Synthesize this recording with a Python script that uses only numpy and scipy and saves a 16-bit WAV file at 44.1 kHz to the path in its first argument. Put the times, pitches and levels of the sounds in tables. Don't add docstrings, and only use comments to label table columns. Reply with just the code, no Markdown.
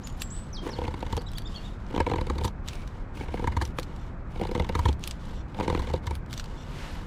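import sys
import numpy as np
from scipy import signal
from scipy.fft import rfft, irfft, next_fast_len
from scipy.io import wavfile
from scipy.ndimage import uniform_filter1d

SR = 44100
rng = np.random.default_rng(int(sys.argv[2]) if len(sys.argv) > 2 else 0)


def how_loud(loudness_db):
    steps = np.asarray(loudness_db, float) / 20
    return 10 ** steps


def wav_out(sig):
    wavfile.write(sys.argv[1], SR, np.round(np.clip(np.atleast_2d(sig).T, -1, 1) * 32767).astype(np.int16))


N = 311346
FAST = next_fast_len(N)
CONTROL_STEP = 32


def curve(table, at):
    x, y = np.array(table).T[:2]
    return np.interp(np.log(at + 1), np.log(x + 1), y)


def unit(x):
    return x / np.sqrt(np.mean(x ** 2))


def coloured(x, table):
    f_hz = np.arange(FAST // 2 + 1) * SR / FAST
    return unit(irfft(rfft(x, FAST) * how_loud(curve(table, f_hz)), FAST)[:N])


def ring(x, modes, detune):
    out = 0
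    for k, (f_hz, width_hz, db) in enumerate(modes):
        b, a = signal.iirpeak(min(f_hz * detune, .45 * SR), f_hz / width_hz, fs=SR)
        out = out + (-1) ** k * how_loud(db) * signal.lfilter(b, a, x)
    return out


def walk(rate_hz):
    k = int(SR / rate_hz)
    held = np.repeat(rng.standard_normal(N // k + 1), k)
    return unit(uniform_filter1d(held, k)[:N])


def grainy(scatter_db, size):
    strength_db = scatter_db * np.minimum(rng.exponential(size=size), 4)
    return rng.standard_normal(size) * how_loud(strength_db)


def tear(length_s, grain, tail, tail_s):
    t = np.arange(len(grain)) / SR / max(length_s, 2e-4)
    swell = t ** 2 * np.exp(-t)
    crackle = (1 - np.exp(-t)) * np.exp(-t * length_s / tail_s)
    return grain * (swell + tail * crackle)


def add(out, t_s, x, db):
    i = int((t_s - .0015) * SR)
    out[i:i + len(x)] += (x * how_loud(db) / np.abs(x).max())[:N - i]


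def clock():
    return np.arange(0, N + CONTROL_STEP, CONTROL_STEP) / SR


def fine(control):
    return np.interp(np.arange(N) / SR, clock(), control)


def hold(start_s, length_s, attack_s, release_s):
    t = clock() - start_s
    rise = np.minimum(t, 0) / max(attack_s, 1e-3)
    fall = np.maximum(t - length_s, 0) / max(release_s, 1e-3)
    return np.exp(rise - fall)


def mix(*gains):
    return fine(10 * np.log10(sum(g ** 2 for g in gains) + 0 * clock()))


def partner(db, way, entry_db, stop_db, loss, scatter_db):
    usual_slip_db = -22
    rel_db = entry_db + (stop_db - entry_db) * way - loss * (db - usual_slip_db)
    return db + rel_db + scatter_db * rng.standard_normal()


# t/s, length/s, bite level/dB, weight on ground level/dB, dryness/dB
STROKES = [
    (0.657, 0.57, -44, -51, 3),
    (1.903, 0.57, -45.5, -37, 3.5),
    (3.162, 0.55, -47, -35.5, -5),
    (4.402, 0.504, -45, -33.5, 1.5),
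    (5.582, 0.4, -43, -34, 1.5),
]
# t/s, stick ring level/dB, low ring rel level/dB, swell/ms, brightness/dB
SLIPS_1 = [(0.655, -39, 7, 1.75, -8), (0.666, -30, 8, 1.3, -6), (0.703, -39, 6, 1.2, -8),
           (0.716, -40, 6, 1.4, -6), (0.69, -33, 6.5, 1.6, -7), (0.786, -21, -1.5, 1.44, -3.5),
           (0.816, -18.5, -2, 1.26, -4), (0.839, -23.5, 1, 1.9, -2), (0.851, -30, 1.5, 1.9, 1),
           (0.879, -15.5, -8, 1.36, -5.5), (0.94, -21.5, -6.5, 1.27, -5), (1.006, -34, -17, 1.3, -2),
           (1.025, -20.5, -1, 1.82, -1.5), (1.064, -23, -12, 2.1, -5), (1.127, -14.5, -11, 1.7, -3),
           (1.167, -19, -5.5, 1, -3), (1.175, -17.5, -4.5, 1.54, 1)]
SLIPS_2 = [(1.903, -46, 10, 1.23, 3), (1.926, -45, 11, 1.5, -4), (1.94, -19, -2, 1.27, -11),
           (1.948, -33, -4, 1.2, 4), (1.962, -14, -2.5, 0.67, -2), (1.978, -11, -4.5, 0.92, -0.5),
           (2.001, -11, -2, 0.82, -6.5), (2.004, -9, -6.5, 0.97, 0.5), (2.016, -42, 0, 1.4, 3),
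           (2.03, -46, 3, 1.5, 0), (2.065, -13.5, -3.5, 1.35, -1), (2.075, -27, 6.5, 0.9, -8),
           (2.086, -28, -3, 1, -3), (2.097, -19, -1.5, 1.6, -1), (2.114, -13, -5.5, 1.42, -3.5),
           (2.136, -11, -6.5, 1.5, -4.5), (2.158, -16.5, -5, 2.1, -4), (2.183, -16.5, -5, 1.38, -3.5),
           (2.211, -18.5, -2.5, 1.44, 0), (2.268, -31, 3.5, 1.44, 0), (2.299, -12, -7, 1.51, -3),
           (2.356, -28, -0.5, 1.7, -6), (2.383, -21, -7, 1.8, 0), (2.411, -23, -2, 1.84, -4),
           (2.445, -13.5, -8.5, 2.34, 1.5), (2.453, -18, -4.5, 1.56, -4), (2.476, -23.5, -16, 1.8, -4)]
SLIPS_3 = [(3.171, -32, -2, 1.57, 0.92), (3.208, -26.5, 0, 1.83, 1), (3.234, -31, 0, 1.27, 1),
           (3.258, -33, -5, 1.5, 0), (3.283, -28.5, -4, 1.7, 0.099), (3.341, -23.5, 5, 0.76, 0.34),
           (3.373, -28, -4, 1.8, 0), (3.394, -22.5, 1, 1.38, 0.29), (3.422, -28.5, 3, 1.66, 0),
           (3.442, -15, -5.5, 0.97, 0), (3.473, -10.5, -12, 1.82, 0), (3.52, -25.5, -10, 2.6, 0),
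           (3.567, -11, -14, 2.45, 0), (3.614, -14, -11, 3.2, 0.51), (3.785, -27.5, 3.5, 1.37, 0)]
SLIPS_4 = [(4.359, -36, 7.5, 1.34, 2), (4.374, -44, 2, 1.6, 3), (4.396, -43, 18, 1.64, 8),
           (4.413, -22, 5, 1.14, 0), (4.424, -27.5, 5.5, 1.27, -5), (4.436, -29, -4, 1.1, 0),
           (4.451, -19, -5, 1.4, 0), (4.471, -32, -15, 1.5, 2), (4.49, -25, 1.5, 1.26, -3),
           (4.513, -23.5, 5, 1.5, 3.5), (4.55, -14.5, -2, 1.43, 3), (4.559, -20, 1.5, 1.27, -2.5),
           (4.577, -26, 5.5, 0.98, 0), (4.597, -12, -2.5, 1.7, 3), (4.621, -27, -1, 1.63, -1),
           (4.645, -26.5, -21, 1.76, 2), (4.691, -16.5, -1.5, 2.1, 2), (4.724, -41, 4, 1.5, 2),
           (4.752, -10.5, -8, 1.46, 1.5), (4.791, -12, -18, 1.9, -5), (4.855, -8.5, -15, 2.46, 0),
           (4.884, -17.5, -4.5, 3.2, 5.5)]
SLIPS_5 = [(5.545, -33.5, 2, 1.46, 0.5), (5.568, -42, 9, 1.1, -9), (5.588, -21, -1, 1.03, -4),
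           (5.599, -13, -4, 0.99, -3.5), (5.608, -14, -2, 1.14, 0), (5.621, -32, 5, 1.6, -8),
           (5.63, -23, -5, 1.9, -1), (5.646, -27.5, 0, 1.2, 2.5), (5.659, -28.5, 4, 1.9, -8),
           (5.679, -12.5, -3, 0.92, 2), (5.688, -32, 3, 1.5, -3), (5.7, -9.5, -6.5, 1, -1.5),
           (5.726, -17, -2.5, 1.17, -4), (5.749, -10, -5.5, 0.82, -2.5), (5.774, -28, 5, 1.45, 0),
           (5.793, -20, -7.5, 1.92, -0.5), (5.82, -34, 4, 1.6, 3), (5.871, -26, -3, 1.5, -1),
           (5.898, -20, -6.5, 1.74, -5), (5.937, -14, -4, 1.83, 0), (5.961, -30, -3, 1.4, -2),
           (6.071, -19, -22, 1.7, -0.5), (6.109, -18, -9, 1.6, -6)]
SLIPS = (SLIPS_1, SLIPS_2, SLIPS_3, SLIPS_4, SLIPS_5)
# f/Hz, width/Hz, level/dB
LOW_RING = [(168, 62, 0), (331.4, 94, 2), (497.3, 45, 3), (786, 197, -6)]
STICK_RING = [(941, 97, 8.5), (1310, 190, -10.5), (780, 440, -17)]
UPPER_RING = [(1556, 160, 11.5), (2207, 230, 13.6), (2980, 66, 7.5)]
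# f/Hz, width/Hz, level/dB
CHIP = [(3445, 490, 5.5), (4390, 480, 1), (5600, 1200, -8.5), (7840, 3900, -13)]
# f/Hz, width/Hz, level/dB
TOP = [(9950, 2000, 6.2), (13700, 3800, 3.7)]


def slip(out, t_s, db, low_db, swell_ms, bright_db, way, dry_db):
    t = np.arange(6000) / SR
    swell_s = max(swell_ms, .4) / 1000
    force = tear(swell_s, grainy(1.44, size=6000), tail=0.26, tail_s=0.0096)
    detune = 1 + 0.016 * rng.standard_normal(4)
    late = np.maximum(t - 1.268 * swell_s, 0) / 0.00022
    jolt = how_loud(15.5) * np.exp(-(swell_s * 1000 - .7) / 0.63)
    blow = force - jolt * late * (1 - late / 2) * np.exp(-late)
    chip = force * (0.23 + np.exp(-t / swell_s / 2.8))
    t_s = t_s + 0.000996 - 0.7 * swell_s
    add(out, t_s, ring(blow, STICK_RING, detune[0]), db - 6.5)
    add(out, t_s, ring(blow, LOW_RING, detune[1]), db + low_db)

    upper_db = partner(db, way, entry_db=-12.5, stop_db=-15.5, loss=0.26, scatter_db=-3)
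    add(out, t_s, ring(force, UPPER_RING, detune[3] ** 1.65), upper_db + bright_db)
    snap_db = partner(db, way, entry_db=-16.5, stop_db=-13.5, loss=0.5, scatter_db=1)
    add(out, t_s, ring(chip, CHIP, detune[1] ** 3.9), snap_db + dry_db + bright_db)
    top = ring(chip, TOP[:1], 0.82) - how_loud(-6.5) * ring(chip, TOP[1:], 0.95)
    top_db = partner(db, way, entry_db=-39, stop_db=-42, loss=0.3, scatter_db=3)
    add(out, t_s, top, top_db + bright_db)

    turns = np.cumsum(68 * detune[2] + 40 * np.exp(-t / 0.0098)) / SR
    thud = np.sin(2 * np.pi * (turns + 0.19)) * (1 - np.exp(-t / 0.0028)) * np.exp(-t / 0.03)
    thud_db = partner(db, way, entry_db=-10, stop_db=-1.5, loss=0.22, scatter_db=1.5)
    add(out, t_s + 0.85 * swell_s, thud, thud_db - 3.5 + 4 * (min(swell_ms, 1.9) - 1.6))


def slips():
    out = np.zeros(N)
    for (start_s, length_s, _, _, dry_db), table in zip(STROKES, SLIPS):
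        for t_s, db, low_db, swell_ms, bright_db in table:
            way = np.clip((t_s - start_s) / length_s, 0, 1)
            slip(out, t_s, db, low_db, swell_ms, bright_db, way, dry_db)
    return out


# f/Hz, width/Hz, level/dB
SNAP = [(1440, 560, -3.5), (2690, 1930, -0.5), (3600, 1260, 3.5), (4990, 640, -3), (5730, 200, 0.5),
        (7500, 1600, -7)]


def splinters(bite_db):
    cutting = fine(sum(hold(s, length_s, 0, 0) for s, length_s, *_ in STROKES)) > .5
    hits = (rng.random(N) < 300 / SR) * cutting * how_loud(4 * rng.standard_normal(N))
    t = np.arange(400) / SR / 0.0019
    force = signal.fftconvolve(hits, t * np.exp(-t))[:N] * rng.standard_normal(N)
    snap, upper = ring(force, SNAP[1:4], 0.81), ring(force, UPPER_RING, 0.94)
    return how_loud(bite_db - 23) * unit(snap + how_loud(8) * upper + how_loud(-29) * ring(force, TOP, 0.61))


# t/s, top level/dB, snap rel level/dB
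TICKS = [(0.073, -36.5, 8.5), (0.22, -25.5, 7), (1.127, -48, 20.5), (1.168, -31, 3.5), (1.3174, -44.5, 5),
         (1.384, -30.5, 5), (2.4519, -24, 3), (2.48, -50, 20), (2.678, -41, 8.5), (2.686, -38, 15.5),
         (2.7337, -40, 8.5), (2.755, -45, 9.5), (2.8765, -47, 11), (3.623, -35, 9), (3.653, -36, 7.5),
         (3.7878, -33, 7.5), (3.831, -39.5, 12), (3.963, -51, 10.5), (4.815, -51, 13), (4.929, -44, 10.5),
         (5.0394, -36, 15.5), (5.076, -26, 4.5), (5.1111, -40.5, 17), (6.069, -40.5, 10),
         (6.154, -33.5, 3.5), (6.31, -49, 9.5), (6.33, -32.5, 10), (6.378, -40, 15.5), (6.398, -39, 14),
         (6.442, -43.5, 10)]
# t/s, top level/dB, snap rel level/dB
FIBRES = [(0.1261, -47, -2), (0.172, -50, -10), (1.219, -44.5, 6), (1.335, -48.5, 12.5), (1.421, -44.5, 6),
          (1.866, -61, 15), (1.886, -64, 12), (2.806, -54, -2), (2.822, -60, 13), (3.677, -46, 5),
          (3.798, -35, 10), (4.995, -49, -1), (5.01, -53, 7), (5.258, -49, 3), (0.101, -48, 9),
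          (0.18, -51, -3), (2.438, -39, 11), (2.713, -52, 4), (2.744, -52, 0), (5.106, -50, 2),
          (6.109, -40.5, 5), (6.262, -58, 9), (6.339, -40, 11.5), (6.459, -60, 21.5)]


def ticks():
    out = np.zeros(N)
    for t_s, db, snap_db in TICKS + FIBRES:
        force = tear(0.00045, grainy(2.6, size=2000), tail=0.25, tail_s=0.0073)
        detune = 1 + 0.036 * rng.standard_normal()
        add(out, t_s, ring(force, TOP[:1], 0.9) - how_loud(-5.5) * ring(force, TOP[1:], 0.935), db)
        add(out, t_s, ring(force, SNAP, detune), db + snap_db)
    return out


# f/Hz, width/Hz, level/dB
KNOCK = [(1150, 560, -6), (2320, 510, -4)]


def knock():
    out = np.zeros(N)
    force = tear(0.00074, grainy(3.3, size=2000), tail=.3, tail_s=0.0033)
    add(out, 3.7865, ring(force, KNOCK, 0.98), -18)
    return out


# t/s, length/s, level/dB, stick share/dB
SLIDES = [(0.0, 0.505, -59, -6), (0.336, 0.04, -60, -2), (1.22, 0.52, -62.5, -12), (1.49, 0.19, -55.5, -17),
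          (1.79, 0.1, -64, 4), (2.689, 0.32, -61.5, 10), (3.18, 0.056, -62, -6), (3.858, 0.22, -60, 12),
          (4.3, 0.071, -63, 14), (5.12, 0.041, -60, -2), (5.192, 0.18, -56.5, 7.5), (5.247, 0.022, -59, 11),
          (5.476, 0.053, -64, 13), (6.02, 0.088, -61, 15.5), (6.438, 0.76, -57, 9.5)]
# t/s, length/s, level/dB, groan rel level/dB
SCRAPES = [
    (0.63, 0.056, -57.5, 17),
    (1.6, 0.046, -68, 5),
    (3.156, 0.083, -55, 10.5),
    (4.305, 0.16, -59.5, 1),
    (6.1, 0.052, -57, 2),
    (3.32, 0.12, -56, 7),
    (4.76, 0.15, -53, 8),
    (2.7, 0.13, -54.5, 3),
]


def effort():
    cut = entry = slide = drag = rustle = bright = strain = scrape = groan = 0
    attack_s = 0.024
    for t_s, length_s, bite_db, _, _ in STROKES:
        cut = cut + how_loud(bite_db) * hold(t_s, length_s, attack_s, 0.01)
        entry = entry + how_loud(bite_db + 3.5) * hold(t_s + attack_s, 0, attack_s, 0.048)
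    for t_s, length_s, db, share_db in SLIDES:
        shape = how_loud(db) * hold(t_s + 0.01, length_s - 0.01, 0.01, 0.038)
        slide = slide + shape
        drag = drag + how_loud(share_db) * shape
    for t_s, db, snap_db in TICKS:
        shape = how_loud(db) * hold(t_s, 0, 0.016, 0.016)
        rustle = rustle + how_loud(snap_db - 23.5) * shape
        bright = bright + how_loud(-23) * shape
    for table in SLIPS:
        for t_s, db, _, _, bright_db in table:
            strain = strain + how_loud(0.69 * (db + 22) + bright_db - 22) * hold(t_s, 0, 0.0046, 0.008)
    for t_s, length_s, db, groan_db in SCRAPES:
        scrape = scrape + how_loud(db) * hold(t_s, length_s, 0.0076, 0.02)
        groan = groan + how_loud(db + groan_db) * hold(t_s, length_s, 0.008, 0.014)
    edge_db = mix(how_loud(-69), how_loud(-33.5) * strain, how_loud(-11) * cut, how_loud(-33) * entry, slide, rustle)
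    top_db = mix(how_loud(-88), how_loud(-52) * strain, how_loud(-25.5) * cut, how_loud(-15) * slide, bright)
    bite_db = mix(how_loud(-78), cut, entry, drag)
    scrape_db = mix(how_loud(-14.5) * entry + 1e-9, scrape)
    return edge_db, top_db, bite_db, scrape_db, mix(1e-9 + groan)


# f/Hz, level/dB per Hz
EDGE = [(1350, -1), (2300, -5.5), (2930, 4), (3910, 1), (5220, -4.5), (8000, -9.5), (11000, -47),
        (16000, -60)]
# f/Hz, width/Hz, level/dB
GROAN = [(307, 91, 6.5), (480, 45, -9.5)]


def rasp():
    edge_db, top_db, bite_db, scrape_db, groan_db = effort()
    chatter = 1.37 * np.tanh(walk(160) / 1.34) * np.clip((bite_db + 50) / 8, .25, 1.3)
    grain = grainy(2.9, size=N)
    edge = how_loud(edge_db - 2 + 5.9 * chatter) * coloured(grain, EDGE)
    top = how_loud(top_db - 4.5 + 4.5 * chatter) * unit(ring(ring(grain, TOP, 1), TOP, 0.85))
    stick = unit(ring(grain, LOW_RING, 1))
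    stick = stick + 0.79 * unit(ring(grain, STICK_RING, 0.97))
    stick = stick + 0.37 * unit(ring(grain, UPPER_RING, 0.98))
    bite = how_loud(bite_db - 7 + 9.1 * chatter) * stick
    hard = ring(grain, UPPER_RING[1:2], 1.02) + how_loud(-14.5) * ring(grain, SNAP[2:3], 0.84)
    scrape = how_loud(scrape_db + 2.2 * chatter) * unit(hard)
    groan = how_loud(groan_db + 4.1 * chatter) * unit(ring(grain, GROAN, 0.97))
    return edge + top + bite + scrape + groan + splinters(bite_db)


# t/s, length/s, level/dB
SKIDS = [
    (3.146, 0.11, -75),
    (3.996, 0.042, -63),
    (5.355, 0.062, -59),
    (6.58, 0.057, -55.5),
]
# f/Hz, width/Hz, level/dB
BLADE = [(2840, 400, -3), (3600, 170, 1), (4300, 120, -2), (5750, 620, -3), (7800, 540, -6.5)]


def skids():
    gain = sum(how_loud(db) * hold(t_s, length_s, 0.012, 0.0043) for t_s, length_s, db in SKIDS)
    sing = unit(ring(ring(grainy(1, size=N), BLADE, 0.98), BLADE, 0.98))
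    return fine(gain) * sing


# f/Hz, level/dB per Hz
SLEEVE = [(290, -29), (500, -4), (1000, -6), (3250, -10), (8000, -24), (11200, -30.5), (13100, -31),
          (15500, -44)]


def sleeve():
    swell = how_loud(-44.5) * np.exp(-.5 * ((clock() - 6.85) / 0.11) ** 2)
    return fine(swell) * how_loud(walk(26)) * coloured(rng.standard_normal(N), SLEEVE)


# t/s, length/s, top f/Hz, end f/Hz, level/dB
WHISTLES = [
    (0.031, 0.047, 7100, 6300, -53),
    (0.196, 0.083, 7680, 7400, -50.5),
    (0.3, 0.15, 7950, 8000, -49.5),
]


def whistles():
    scoop_s, fade_db_per_s = 0.0081, 150
    for t_s, length_s, top_hz, end_hz, db in WHISTLES:
        settle_s = min(0.0306, length_s / 3.5 + scoop_s / 2)
        fade_db = fade_db_per_s * (length_s - settle_s)
        times = t_s + np.array([0, scoop_s, settle_s, (settle_s + length_s) / 2, length_s])
        pitches = np.array([4300, .94 * top_hz, top_hz, .75 * top_hz + .25 * end_hz, end_hz])
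        yield times, pitches, db + np.array([-14, -2.5, 0, -fade_db / 2.2, -fade_db])


# t/s, length/s, top f/Hz, end f/Hz, level/dB
ARCHES = [
    (1.261, 0.029, 4020, 3030, -52),
    (1.447, 0.035, 3676, 3480, -50.5),
    (1.54, 0.028, 3400, 2930, -51),
    (1.635, 0.046, 3770, 3340, -55.5),
]


def arches():
    peak = 0.488
    for t_s, length_s, top_hz, end_hz, db in ARCHES:
        times = t_s + length_s * np.array([0, peak, (1 + peak) / 2, 1])
        pitches = np.array([.89 * top_hz, top_hz, .75 * top_hz + .25 * end_hz, end_hz])
        yield times, pitches, db + np.array([-4.5, 0, -1.5, -4.5])


# t/s, length/s, from f/Hz, to f/Hz, level/dB
GLIDES = [(0.701, 0.04, 6040, 4300, -53), (0.735, 0.025, 4300, 3500, -57), (0.756, 0.026, 3520, 2960, -58),
          (0.729, 0.023, 4440, 4270, -50), (1.176, 0.022, 4440, 4530, -55),
          (1.192, 0.0088, 4800, 5000, -53), (1.472, 0.0084, 3600, 3070, -59),
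          (1.285, 0.012, 5800, 4700, -57), (1.35, 0.018, 3140, 3600, -49.5),
          (1.365, 0.021, 4740, 4400, -53), (1.468, 0.019, 5560, 4360, -57),
          (1.557, 0.024, 4500, 4250, -46.5), (1.57, 0.028, 2900, 2720, -56)]


def glides():
    for t_s, length_s, from_hz, to_hz, db in GLIDES:
        times = t_s + length_s * np.array([0, .5, 1])
        pitches = np.array([from_hz, (from_hz + to_hz) / 2, to_hz])
        yield times, pitches, db + np.array([-4.5, 0, -4.5])


# t/s, length/s, from f/Hz, to f/Hz, level/dB
SWOOPS = [
    (0.528, 0.076, 6300, 3220, -49),
]


def swoops():
    for t_s, length_s, from_hz, to_hz, db in SWOOPS:
        times = t_s + length_s * np.array([0, 0.59, 0.62, 1])
        pitches = np.array([from_hz, to_hz + 0.14 * (from_hz - to_hz), to_hz, to_hz])
        yield times, pitches, db + np.array([-2.5, -1.5, -2.5, -4.5])


def bird():
    out, waver = np.zeros(N), walk(251)
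    for times, pitches, db in [*whistles(), *arches(), *glides(), *swoops()]:
        i = int(times[0] * SR)
        t = np.arange(i, int(times[-1] * SR)) / SR
        t = times[0] + np.arange(int(times[-1] * SR) - i) / SR if len(t) == 0 else t
        f_hz = uniform_filter1d(np.interp(t, times, pitches), int(0.005 * SR), mode="nearest")
        phase = 2 * np.pi * np.cumsum(f_hz * (1 + 0.0089 * waver[:len(t)])) / SR
        fade = np.minimum(1, np.minimum(t - times[0], times[-1] - t) / 0.003)
        octave = how_loud(-16 if pitches.max() < 4200 else -25) * (pitches.min() < 4000)
        gain = how_loud(np.interp(t, times, db) + 8 + 2.15 * waver[i:i + len(t)]) * fade
        out[i:i + len(t)] += gain * (np.sin(phase) + octave * np.sin(2 * phase))
    t = np.arange(SR // 2) / SR
    trunks = rng.standard_normal(len(t)) * np.exp(-t / 0.045) * (t > .004)
    return out + how_loud(-36) * signal.fftconvolve(out, trunks)[:N]


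# f/Hz, level/dB per Hz
RUMBLE = [(12, -64), (20, 6), (59, -0.5), (202, -10), (300, -20), (390, -22.5), (660, -120)]
AIR = [(150, -56), (250, -3), (420, -8.5), (492, -7), (628, -9), (986, -9.5), (1350, -12), (2600, -24.5),
       (3380, -69), (5720, -120)]


def rumble_and_air():
    lean = 0
    for t_s, length_s, _, weight_db, _ in STROKES:
        push = np.clip((clock() - t_s) / length_s, 0, 1) ** 0.2
        lean = lean + how_loud(weight_db) * push * hold(t_s, length_s, 0, 0.085)
    rumble = how_loud(mix(how_loud(-36), lean) + 0.5) * coloured(rng.standard_normal(N), RUMBLE)
    return rumble + how_loud(-48.5) * coloured(rng.standard_normal(N), AIR)


def scene():
    mono = slips() + ticks() + knock() + rasp() + skids() + sleeve() + bird() + rumble_and_air()
    return np.tile(mono, (2, 1))


def roll_off(x):
    return signal.sosfilt(signal.butter(12, 16361, fs=SR, output="sos"), x)


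# f/Hz, left lead/rad
PORTS = [(10900, 0), (11600, -0.7), (12100, -2.1), (12700, -3.1), (13800, -4.4), (15200, -6.1),
         (15900, -6.5)]


def record(dry):
    dry = signal.sosfilt(signal.ellip(6, .5, 50, 15400, fs=SR, output="sos"), dry)
    f_hz = np.arange(FAST // 2 + 1) * SR / FAST
    top = np.clip((f_hz - 10900) / 1200, 0, 1)
    left = how_loud(3.7 * top) * np.exp(1j * np.interp(f_hz, *np.array(PORTS).T))
    spectrum = rfft(dry, FAST)
    ports = irfft(spectrum * np.array([left, np.ones_like(left)]), FAST)[:, :N]
    share = (top + 0.12 * np.clip(f_hz / 9000, 0, 1) ** 1.54) * (f_hz < 15500)
    loose = irfft(spectrum * share, FAST)[:, :N]
    scatter = np.array([walk(240), walk(450)]) * loose
    return roll_off(ports + scatter)


dry = scene()
out = record(dry)
wav_out(out)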